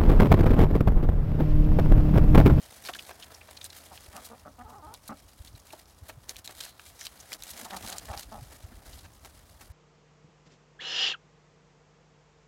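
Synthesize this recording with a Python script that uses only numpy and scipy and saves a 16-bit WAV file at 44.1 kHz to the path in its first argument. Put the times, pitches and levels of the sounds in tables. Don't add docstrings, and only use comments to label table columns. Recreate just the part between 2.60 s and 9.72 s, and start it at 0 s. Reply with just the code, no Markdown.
import sys
import numpy as np
from scipy import signal
from scipy.fft import rfft, irfft
from scipy.io import wavfile

SR = 44100
rng = np.random.default_rng(int(sys.argv[2]) if len(sys.argv) > 2 else 0)


def put_to_file(sound):
    columns = np.atleast_2d(sound).T
    safe = np.clip(columns, -1, 1)
    whole_steps = np.round(safe * 32767)
    wavfile.write(sys.argv[1], SR, whole_steps.astype(np.int16))


N = 313992
TIME = np.arange(N) / SR


def amp(db):
    return 10 ** (np.asarray(db) / 20)


def unit(x):
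    return x / np.sqrt(np.mean(x ** 2) + 1e-20)


def read(points, hz):
    f, value = np.transpose(points)
    return np.interp(np.log(hz + 1), np.log(f + 1), value)


def add(mix, start_s, sound):
    part = mix[max(round(start_s * SR), 0):][:len(sound)]
    part += sound[:len(part)]


def ring(gain_db, size=2048):
    hz = abs(np.fft.fftfreq(size, 1 / SR)) + 1
    log_gain = np.log(amp(np.maximum(gain_db(hz), -90)))
    response = np.fft.ifft(np.exp(np.conj(signal.hilbert(log_gain)))).real[:size // 2]
    return response / np.linalg.norm(response)


def bell(hz, octaves, ring_hz, ring_db, q):
    def gain_db(f):
        broad = (1 + (np.log2(f / hz) / octaves) ** 2 / 6) ** -3.5 * hz / f
        low_cut = 1 / (1 + (350 / f) ** 4)
        resonance = 1 + amp(ring_db) ** 2 / (1 + (q * (f / ring_hz - 1)) ** 2)
        return 10 * np.log10(broad * low_cut * resonance + 1e-12)
    return ring(gain_db)


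def tint(x, spectrum):
    gain = amp(read(spectrum, np.fft.rfftfreq(len(x), 1 / SR)))
    return unit(irfft(rfft(x) * gain, len(x)))


def resonate(x, hz, width_hz):
    turn = np.exp(2j * np.pi * np.cumsum(hz * np.ones(len(x))) / SR)
    pole = np.exp(-np.pi * width_hz / SR)
    return 2 * (turn * signal.lfilter([1 - pole], [1, -pole], x / turn)).real


def drift(hz):
    return unit(irfft(rfft(rng.standard_normal(N)) * (np.fft.rfftfreq(N, 1 / SR) < hz), N))


def breaks(size, per_s, spread_db):
    chance, strength, side = rng.random((3, size))
    level_db = spread_db * np.minimum(-np.log(1 - strength), 4)
    return (chance < per_s / SR) * np.sign(side - .5) * amp(level_db)


def crush(length_s, colour, per_s=3200, spread_db=2.0, mush=0.064, size=4096):
    pressure = np.exp(-(np.abs(np.arange(size) / SR / length_s - .5) * 2) ** 3)
    cells = breaks(size, per_s, spread_db) + mush * rng.standard_normal(size)
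    crunch = signal.fftconvolve(cells * pressure, colour)
    return crunch * np.sqrt(length_s * SR / np.sum(crunch ** 2))


def pen(x, near_db, tail_db, size=12000, echoes=8):
    # frequency_hz, t60_s
    decay = [(200, 0.26), (1000, 0.1), (4000, 0.045), (15000, 0.019)]
    near = np.zeros(size)
    delays = (rng.uniform(.002, .014, echoes) * SR).astype(int)
    near[delays] = rng.choice([-1, 1], echoes) / np.sqrt(echoes)
    hz, t, noise = signal.stft(rng.standard_normal(size), SR, nperseg=256)
    tail = signal.istft(noise * amp(-60 * t / read(decay, hz)[:, None]), SR, nperseg=256)[1][:size]
    tail *= np.minimum(np.arange(size) / SR / 0.00098, 1)
    response = amp(near_db) * near + amp(tail_db) * tail / np.linalg.norm(tail)
    return x + signal.oaconvolve(x, response)[:N]


def outdoors(air_db=-61, engine_hz=82, waver=0.0063):
    # frequency_hz, gain_db
    air = [(20, -27), (55, 11), (85, 8), (160, -1.5), (335, -7), (734, -5), (1250, -6.5), (2100, -26.5),
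           (3700, -20), (15000, -24)]
    engine_db = np.interp(TIME, [0, .4, .9, 2.3, 3.1], [-87, -69.5, -64.0, -65.5, -72.5])
    turns = np.cumsum(engine_hz * (1 + waver * drift(8.2))) / SR
    engine = np.sqrt(2) * np.sin(2 * np.pi * turns)
    return amp(air_db) * tint(rng.standard_normal(N), air) + amp(engine_db) * engine


def leaf_ticks(per_s=1800, bands=12):
    ticks = np.zeros(N)
    for hz in np.geomspace(1500, 15000, bands):
        clicks = breaks(N, per_s / bands, spread_db=1)
        colour = bell(hz, octaves=0.53, ring_hz=hz, ring_db=6.9, q=14)
        ticks += np.sqrt(hz) * signal.oaconvolve(clicks, colour)[:N]
    return unit(ticks)


def wet_ticks(per_s=260, bands=36, size=500):
    t, out = np.arange(size) / SR, np.zeros(N)
    for hz in np.geomspace(2200, 7000, bands):
        tick = np.exp(-t * hz / 5) * np.sin(2 * np.pi * hz * t)
        out += hz * signal.oaconvolve(breaks(N, per_s / bands, spread_db=2.1), tick)[:N]
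    return unit(out)


def tugging(rise_share=0.48, release_share=0.39):
    # start_s, length_s, crackle_db, scuff_db
    tugs = [(0.154, 0.042, -51, -80), (0.226, 0.1, -46.5, -57), (0.378, 0.15, -52.5, -60),
            (0.648, 0.13, -72, -54.5), (1.137, 0.084, -50, -68), (1.484, 0.16, -59, -53.5),
            (1.593, 0.13, -55, -59), (2.8, 0.096, -57.5, -76), (3.05, 0.22, -61.5, -62),
            (3.408, 0.12, -61.5, -64), (3.673, 0.058, -47, -52.5), (3.724, 0.059, -56.5, -57.5),
            (3.858, 0.091, -54, -54), (3.92, 0.21, -47.5, -57.5), (4.168, 0.17, -54, -78),
            (4.338, 0.18, -51.5, -66), (4.496, 0.089, -54, -56.5), (4.549, 0.16, -57.5, -61.5),
            (4.682, 0.095, -47.5, -51.5), (4.796, 0.15, -50, -59.5), (4.946, 0.097, -46, -51.5),
            (5.207, 0.16, -46, -51), (5.442, 0.037, -49, -61), (5.56, 0.07, -44, -55),
            (5.76, 0.27, -58, -60), (6.1, 0.048, -80, -54), (6.227, 0.1, -56.5, -58),
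            (6.29, 0.14, -56, -71), (6.628, 0.058, -55.5, -52.5), (6.998, 0.051, -54.5, -53.5)]
    pull, drag = np.zeros((2, N))
    for start_s, length_s, crackle_db, scuff_db in tugs:
        progress = np.arange(0, length_s, 1 / SR) / length_s
        effort = np.clip(np.minimum(progress / rise_share, (1 - progress) / release_share), 0, 1)
        add(pull, start_s, amp(crackle_db) * effort)
        add(drag, start_s, amp(scuff_db) * effort)
    return pull, drag


def rustle(leaves_trim_db=-4, feet_trim_db=-2, clump_db=2.4, dabble_per_s=8.2, dabble_db=3):
    # time_s, leaves_db, feet_db
    shuffle = [(0, -50.5, -56), (0.9, -55.5, -58.5), (1.45, -51, -56.5), (1.9, -62.5, -65.5),
               (2.55, -59, -66.5), (3.1, -58.5, -65.5), (3.6, -64.5, -65.5), (4.2, -62, -63),
               (4.8, -57, -61.5), (5.05, -47.5, -50), (5.5, -50.5, -54), (5.75, -54.5, -60),
               (6.3, -59, -60), (6.58, -59.5, -66.5), (7.1, -58, -61.5)]
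    # frequency_hz, gain_db
    crackle = [(500, -20), (1500, 0.5), (2500, 0.5), (4200, 3), (6500, 1.5), (9500, 3), (13000, 0),
               (16000, -5.5)]
    # frequency_hz, gain_db
    tear = [(500, -12), (1500, 4), (2500, 0), (4200, 7), (4900, 2), (6500, 4.5), (9500, 3), (13000, 2),
            (16000, -5.5)]
    # frequency_hz, gain_db
    scuff = [(90, -13), (220, 6), (420, 4), (700, 9.5), (1100, 0.5), (1800, 2.5), (3000, -10.5),
             (8000, -13)]
    time_s, leaves_db, feet_db = np.transpose(shuffle)
    pull, drag = tugging()
    clumps = amp(clump_db * drift(70))
    chatter_db = dabble_db * np.sin(2 * np.pi * np.cumsum(dabble_per_s * (1 + 0.26 * drift(9.6))) / SR)
    ticks = leaf_ticks()
    fibres = unit(pen(breaks(N, per_s=1000, spread_db=2.9), near_db=-6, tail_db=-7))
    grain = .7 * ticks + .5 * wet_ticks() + np.roll(fibres, N // 2)
    soil = tint(unit(breaks(N, per_s=1200, spread_db=0.95)) + 1.17 * rng.standard_normal(N), scuff)
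    nibbling = tint(grain, crackle) * amp(np.interp(TIME, time_s, leaves_db) + leaves_trim_db + chatter_db)
    tearing = tint(fibres, tear) * pull
    scuffing = soil * np.hypot(amp(np.interp(TIME, time_s, feet_db) + feet_trim_db), drag)
    return clumps * (nibbling + tearing + scuffing)


def snaps(trim_db=-1, splinter=0.28, splinter_s=0.0016, size=300):
    # start_s, level_db, centre_hz, ring_hz
    cracks = [(0.2513, -39.5, 4530, 4600), (0.274, -37.5, 3550, 4470), (0.2873, -36, 1700, 720),
              (0.2955, -43, 1480, 700), (1.0431, -35, 10150, 8400), (1.3765, -42, 2540, 3700),
              (1.566, -39, 4270, 11500), (2.34, -41, 9440, 3830), (3.694, -29.5, 6100, 6600),
              (3.7666, -38.5, 8750, 3980), (4.0056, -43, 6030, 4220), (4.037, -40, 8000, 4170),
              (4.052, -39, 6250, 11000), (4.1959, -41.5, 2570, 1530), (4.4112, -37, 6250, 6040),
              (4.4679, -32, 5100, 3450), (4.72, -35, 2620, 2080), (4.8233, -37, 8070, 3840),
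              (4.836, -36, 6270, 10400), (5.276, -38, 5320, 4020), (5.2848, -40, 8000, 7500),
              (5.3013, -35.5, 9360, 7100), (5.3832, -30.5, 8450, 7200), (5.5758, -35.5, 6130, 4470),
              (5.5945, -38.5, 7900, 4700), (6.6483, -44, 4860, 830)]
    out, t = np.zeros(N), np.arange(size) / SR
    for start_s, level_db, centre_hz, ring_hz in cracks:
        fracture = (t == 0) + splinter * rng.standard_normal(size) * np.exp(-t / splinter_s)
        crack = np.convolve(fracture, bell(centre_hz, octaves=0.72, ring_hz=ring_hz, ring_db=11, q=9))
        crack *= np.sqrt(.003 * SR / np.sum(crack ** 2))
        add(out, start_s, amp(level_db + trim_db) * crack)
    return out


def rasps():
    # start_s, length_s, level_db, ring_hz
    scrapes = [(0.255, 0.016, -44, 4500), (3.973, 0.15, -57, 4150), (4.386, 0.062, -51.5, 5840),
               (5.27, 0.075, -56, 4240)]
    out = np.zeros(N)
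    for start_s, length_s, level_db, ring_hz in scrapes:
        hollow = bell(ring_hz, octaves=1.0, ring_hz=ring_hz, ring_db=15, q=16)
        add(out, start_s, amp(level_db) * crush(length_s, hollow, per_s=900, mush=.03, size=8192))
    return out


def pecks(board_hz=700, thump_hz=290, thump_db=-18):
    # start_s, length_s, level_db, centre_hz
    knocks = [(0.287, 0.014, -35.5, 1220), (0.4925, 0.0034, -39.5, 2010), (0.505, 0.013, -45.5, 1210),
              (0.883, 0.01, -50, 1500), (3.131, 0.011, -43, 755), (3.489, 0.018, -44.5, 1720),
              (3.782, 0.017, -49.5, 8000), (3.89, 0.017, -49.5, 1690), (4.062, 0.0044, -47, 2500),
              (4.974, 0.0083, -46, 6000), (5.528, 0.022, -45.5, 2200), (5.913, 0.022, -56.5, 1900),
              (6.442, 0.021, -55, 1920), (7.009, 0.0098, -52.5, 4000)]
    out = np.zeros(N)
    sill = bell(thump_hz, octaves=0.62, ring_hz=thump_hz, ring_db=7.2, q=2)
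    for start_s, length_s, level_db, centre_hz in knocks:
        knock = crush(length_s, bell(centre_hz, octaves=0.96, ring_hz=board_hz, ring_db=8, q=6))
        thump = amp(thump_db) * crush(length_s, sill)
        add(out, start_s, amp(level_db) * (knock + thump))
    return out


def claps(splash_ratio=1.25):
    # start_s, length_s, level_db, ring_hz
    closures = [(0.335, 0.0053, -38, 3000), (0.347, 0.0054, -43.5, 3470), (0.35, 0.0075, -42.5, 1680),
                (0.388, 0.0097, -39.5, 3100), (0.622, 0.015, -45.5, 3200), (0.744, 0.0089, -48, 5540),
                (0.809, 0.011, -50.5, 2370), (0.968, 0.0093, -45, 4200), (1.012, 0.0073, -42, 3400),
                (1.048, 0.0078, -45.5, 3780), (1.101, 0.005, -44.5, 4300), (1.126, 0.0083, -50, 3280),
                (2.34, 0.015, -50.5, 3920), (2.872, 0.01, -51, 3960), (2.928, 0.0046, -62, 5330),
                (2.949, 0.01, -57.5, 3930), (2.998, 0.0042, -54, 6160), (3.103, 0.0052, -50, 2500),
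                (3.256, 0.003, -57, 4850), (3.759, 0.0023, -44.5, 3080), (3.876, 0.0019, -33.5, 4170),
                (4.414, 0.0039, -42.5, 1980), (4.6, 0.012, -48, 5960), (4.737, 0.0021, -33, 5250),
                (6.327, 0.012, -52.5, 4030)]
    out = np.zeros(N)
    for start_s, length_s, level_db, ring_hz in closures:
        cavity = bell(splash_ratio * ring_hz, octaves=.58, ring_hz=ring_hz, ring_db=13, q=11)
        add(out, start_s, amp(level_db) * crush(length_s, cavity, per_s=6000, spread_db=1))
    return out


def bites(bill_hz=3930):
    # start_s, length_s,
    # level_db, centre_hz
    crunches = [(1.043, 0.025, -45.5, 9900), (1.645, 0.025, -47, 11100), (2.477, 0.011, -43.5, 10300),
                (3.066, 0.0094, -55.5, 8000), (3.123, 0.012, -49.5, 9150), (3.482, 0.022, -49, 11000),
                (3.843, 0.022, -46, 8000), (4.004, 0.0085, -36.5, 5700), (4.027, 0.0082, -49, 8060),
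                (4.269, 0.038, -57.5, 8040), (4.449, 0.016, -42, 6800), (4.728, 0.0064, -35, 6500),
                (4.902, 0.015, -41.5, 11300), (5.044, 0.015, -45.5, 8800), (5.106, 0.0064, -42.5, 2780),
                (5.162, 0.015, -42.5, 7600), (5.225, 0.006, -44.5, 6050), (5.262, 0.0059, -41, 7400),
                (5.319, 0.015, -39.5, 5000), (5.392, 0.0067, -49, 4500), (5.623, 0.014, -47, 6000),
                (6.387, 0.011, -51.5, 4900)]
    out = np.zeros(N)
    for start_s, length_s, level_db, centre_hz in crunches:
        colour = bell(centre_hz, octaves=0.73, ring_hz=bill_hz, ring_db=4, q=10)
        add(out, start_s, amp(level_db) * crush(length_s, colour))
    return out


def clucks(chest_hz=225, upper_hz=1197, gape_hz=1800, gape_s=0.0047, throat_glide=0.11, size=6000):
    # start_s, length_s, level_db, first_hz, last_hz, roughness (0-1),
    # lower_hz and upper_db (throat resonances), gape_db, crest (share of the length)
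    calls = [(1.313, 0.026, -50, 208, 158, 0.19, 770, -23, -30, 0.25),
             (1.541, 0.061, -48.5, 214.3, 185, 0.45, 704, -6, -5, 0.35),
             (1.702, 0.055, -49.5, 232, 248, 0.28, 576, -18, -24, 0.21),
             (1.852, 0.0345, -47, 159.8, 138.4, 0.34, 600, -2, -33, 0.2),
             (1.984, 0.046, -48, 242.3, 248, 0.11, 724, -10.5, -6.5, 0.65),
             (2.493, 0.041, -41.5, 222, 191.7, 0.57, 700, -3.5, -30, 1),
             (5.052, 0.018, -44.5, 198, 195, 0.29, 790, -23, -20, .3),
             (5.118, 0.063, -41, 198.7, 179.2, 0.2, 755, -15, -6, 0.28),
             (5.234, 0.024, -48.5, 199, 210, 0.25, 780, -6, -25, .5),
             (5.288, 0.088, -49.5, 187.8, 168.8, 0.17, 710, -11, -7, 0.42),
             (5.483, 0.072, -43.5, 226, 157.7, 0.27, 700, -26, -2.5, 0.071),
             (5.558, 0.026, -49.5, 166, 160, 0.37, 750, -24, -18, .4),
             (5.717, 0.043, -44, 216.4, 190, 0.26, 690, -20.5, -16, 0.13),
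             (5.755, 0.049, -50, 169.3, 148.5, 0.35, 740, -27, -30, 0.24)]
    # frequency_hz, gain_db
    muffle = [(100, -4.5), (1330, -1), (1540, -12), (1730, -11), (2200, -15), (2700, -18), (3400, -28),
              (6000, -50)]
    jitter, flutter_db = .26, 6
    out, waver, flutter = np.zeros(N), drift(140), drift(160)
    beak = ring(lambda f: read(muffle, f))
    beak /= abs(rfft(beak)).max()
    for call in calls:
        start_s, length_s, level_db, first_hz, last_hz, rough, lower_hz, upper_db, gape_db, crest = call
        span = slice(round(start_s * SR), round(start_s * SR) + size)
        progress = np.minimum(np.arange(size) / SR / length_s, 1)
        pitch_hz = np.interp(progress, [0, 1], [first_hz, last_hz]) * (1 + jitter * rough * waver[span])
        turns = np.cumsum(pitch_hz) / SR
        pulses = unit(1. * (np.diff(np.floor(turns), prepend=-1) > 0))
        puffs = unit(rng.standard_normal(size) * np.exp(-(turns % 1) / 0.34))
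        effort = np.interp(progress, [0, min(crest, .8), .85, 1], [0.55, 1, 0.7, 0])
        drive = ((1 - rough) * pulses + rough * puffs) * effort * amp(flutter_db * rough * flutter[span])
        lower = resonate(drive, lower_hz * (1 + throat_glide * (progress - .5)), width_hz=180)
        upper = amp(upper_db) * resonate(drive, upper_hz, width_hz=210)
        chest = amp(chest_db := upper_db / 2) * resonate(drive, chest_hz, width_hz=120)
        muffled = signal.fftconvolve(lower + upper + chest, beak)[:size]
        gape = amp(gape_db) * np.exp(-.5 * ((progress - crest) * length_s / gape_s) ** 2)
        voice = muffled + resonate(gape * drive, gape_hz, width_hz=200)
        add(out, start_s, amp(level_db) * voice * np.sqrt(length_s * SR / np.sum(voice ** 2)))
    return out


def thuds(width_s=0.0061, lumps_db=4, sway_trim_db=1):
    # time_s, peak_db, pitch_hz
    bumps = [(1.491, -43, 65), (2.055, -44, 79.5), (2.81, -35, 68.6), (2.949, -41.5, 91.5),
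             (3.431, -38.5, 78.4), (3.58, -42, 118), (5.033, -45, 238), (5.508, -32.5, 78),
             (5.572, -39, 68.6), (5.792, -41, 95), (5.827, -36, 112), (6.048, -36, 76), (6.127, -50.5, 238),
             (6.361, -40, 72.6), (7.109, -38, 72)]
    # time_s, level_db
    sway = [(0, -72), (1.3, -78), (2.2, -61.5), (3.2, -65.5), (3.6, -63.5), (4.4, -74), (5.7, -54),
            (7.1, -64.5)]
    # frequency_hz, gain_db
    rumble = [(20, -50), (40, -4.5), (60, -8), (100, -10.5), (160, -22), (300, -22.5), (800, -56)]
    out, t = np.zeros(N), np.arange(-SR // 20, SR // 20) / SR
    envelope = np.exp(-.5 * (t / width_s) ** 2)
    for time_s, peak_db, pitch_hz in bumps:
        tone = np.cos(2 * np.pi * (pitch_hz * t + rng.random()))
        add(out, time_s + t[0], amp(peak_db) * envelope * tone)
    rumble_db = np.interp(TIME, *np.transpose(sway)) + sway_trim_db + lumps_db * drift(12)
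    return out + amp(rumble_db) * tint(rng.standard_normal(N), rumble)


def croon(jitter=.08, rasp=3, doubling=1.7, harmonics=7):
    # time_s, pitch_hz, level_db, roughness (0-1)
    contour = [(2.036, 490, -55, .2), (2.066, 418, -50.5, .04), (2.088, 480, -52.5, .3),
               (2.11, 505, -51.5, .35), (2.147, 368, -52, .25), (2.158, 434, -50, .1),
               (2.178, 405, -51.5, .08), (2.201, 332, -53, .1), (2.212, 342, -53.5, .1),
               (2.219, 320, -62, .3), (2.226, 298, -50, .03), (2.265, 314, -47.5, .03),
               (2.273, 418, -52.5, .25), (2.302, 432, -49.5, .15), (2.34, 488, -51.5, .25),
               (2.358, 510, -58, .4)]
    # frequency_hz, gain_db
    throat = [(300, -2), (600, -0.5), (870, 6.5), (1080, 1), (1290, 3), (1520, -13), (2500, -25)]
    time_s, *columns = np.transpose(contour)
    t, out = np.arange(time_s[0], time_s[-1], 1 / SR), np.zeros(N)
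    pitch_hz, level_db, rough = (np.interp(t, time_s, column) for column in columns)
    turns = np.cumsum(pitch_hz * (1 + jitter * rough * drift(200)[:len(t)])) / SR
    note = sum(amp(read(throat, k * pitch_hz)) * np.cos(2 * np.pi * k * turns)
               for k in range(1, harmonics + 1))
    note *= 1 + doubling * rough * np.cos(np.pi * turns)
    scrape = tint(rng.standard_normal(len(t)) * np.exp(-2 * (turns % 1)), throat)
    voice = unit(unit(note) + rasp * rough * scrape)
    add(out, time_s[0], amp(level_db) * voice * signal.windows.tukey(len(t), .08))
    return out


def scene():
    bills = snaps() + bites() + pecks() + claps() + rasps()
    feeding = pen(bills, near_db=-13.5, tail_db=-14.5) + rustle()
    hen = pen(clucks() + croon(), near_db=-10, tail_db=-13)
    return (feeding + hen + thuds() + outdoors())[None]


def record(dry):
    edge_hz = 16150
    low_pass = signal.firwin(511, edge_hz, window=("kaiser", 9), fs=SR)
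    return signal.oaconvolve(dry, low_pass[None], "same")


dry = scene()
out = record(dry)
put_to_file(out)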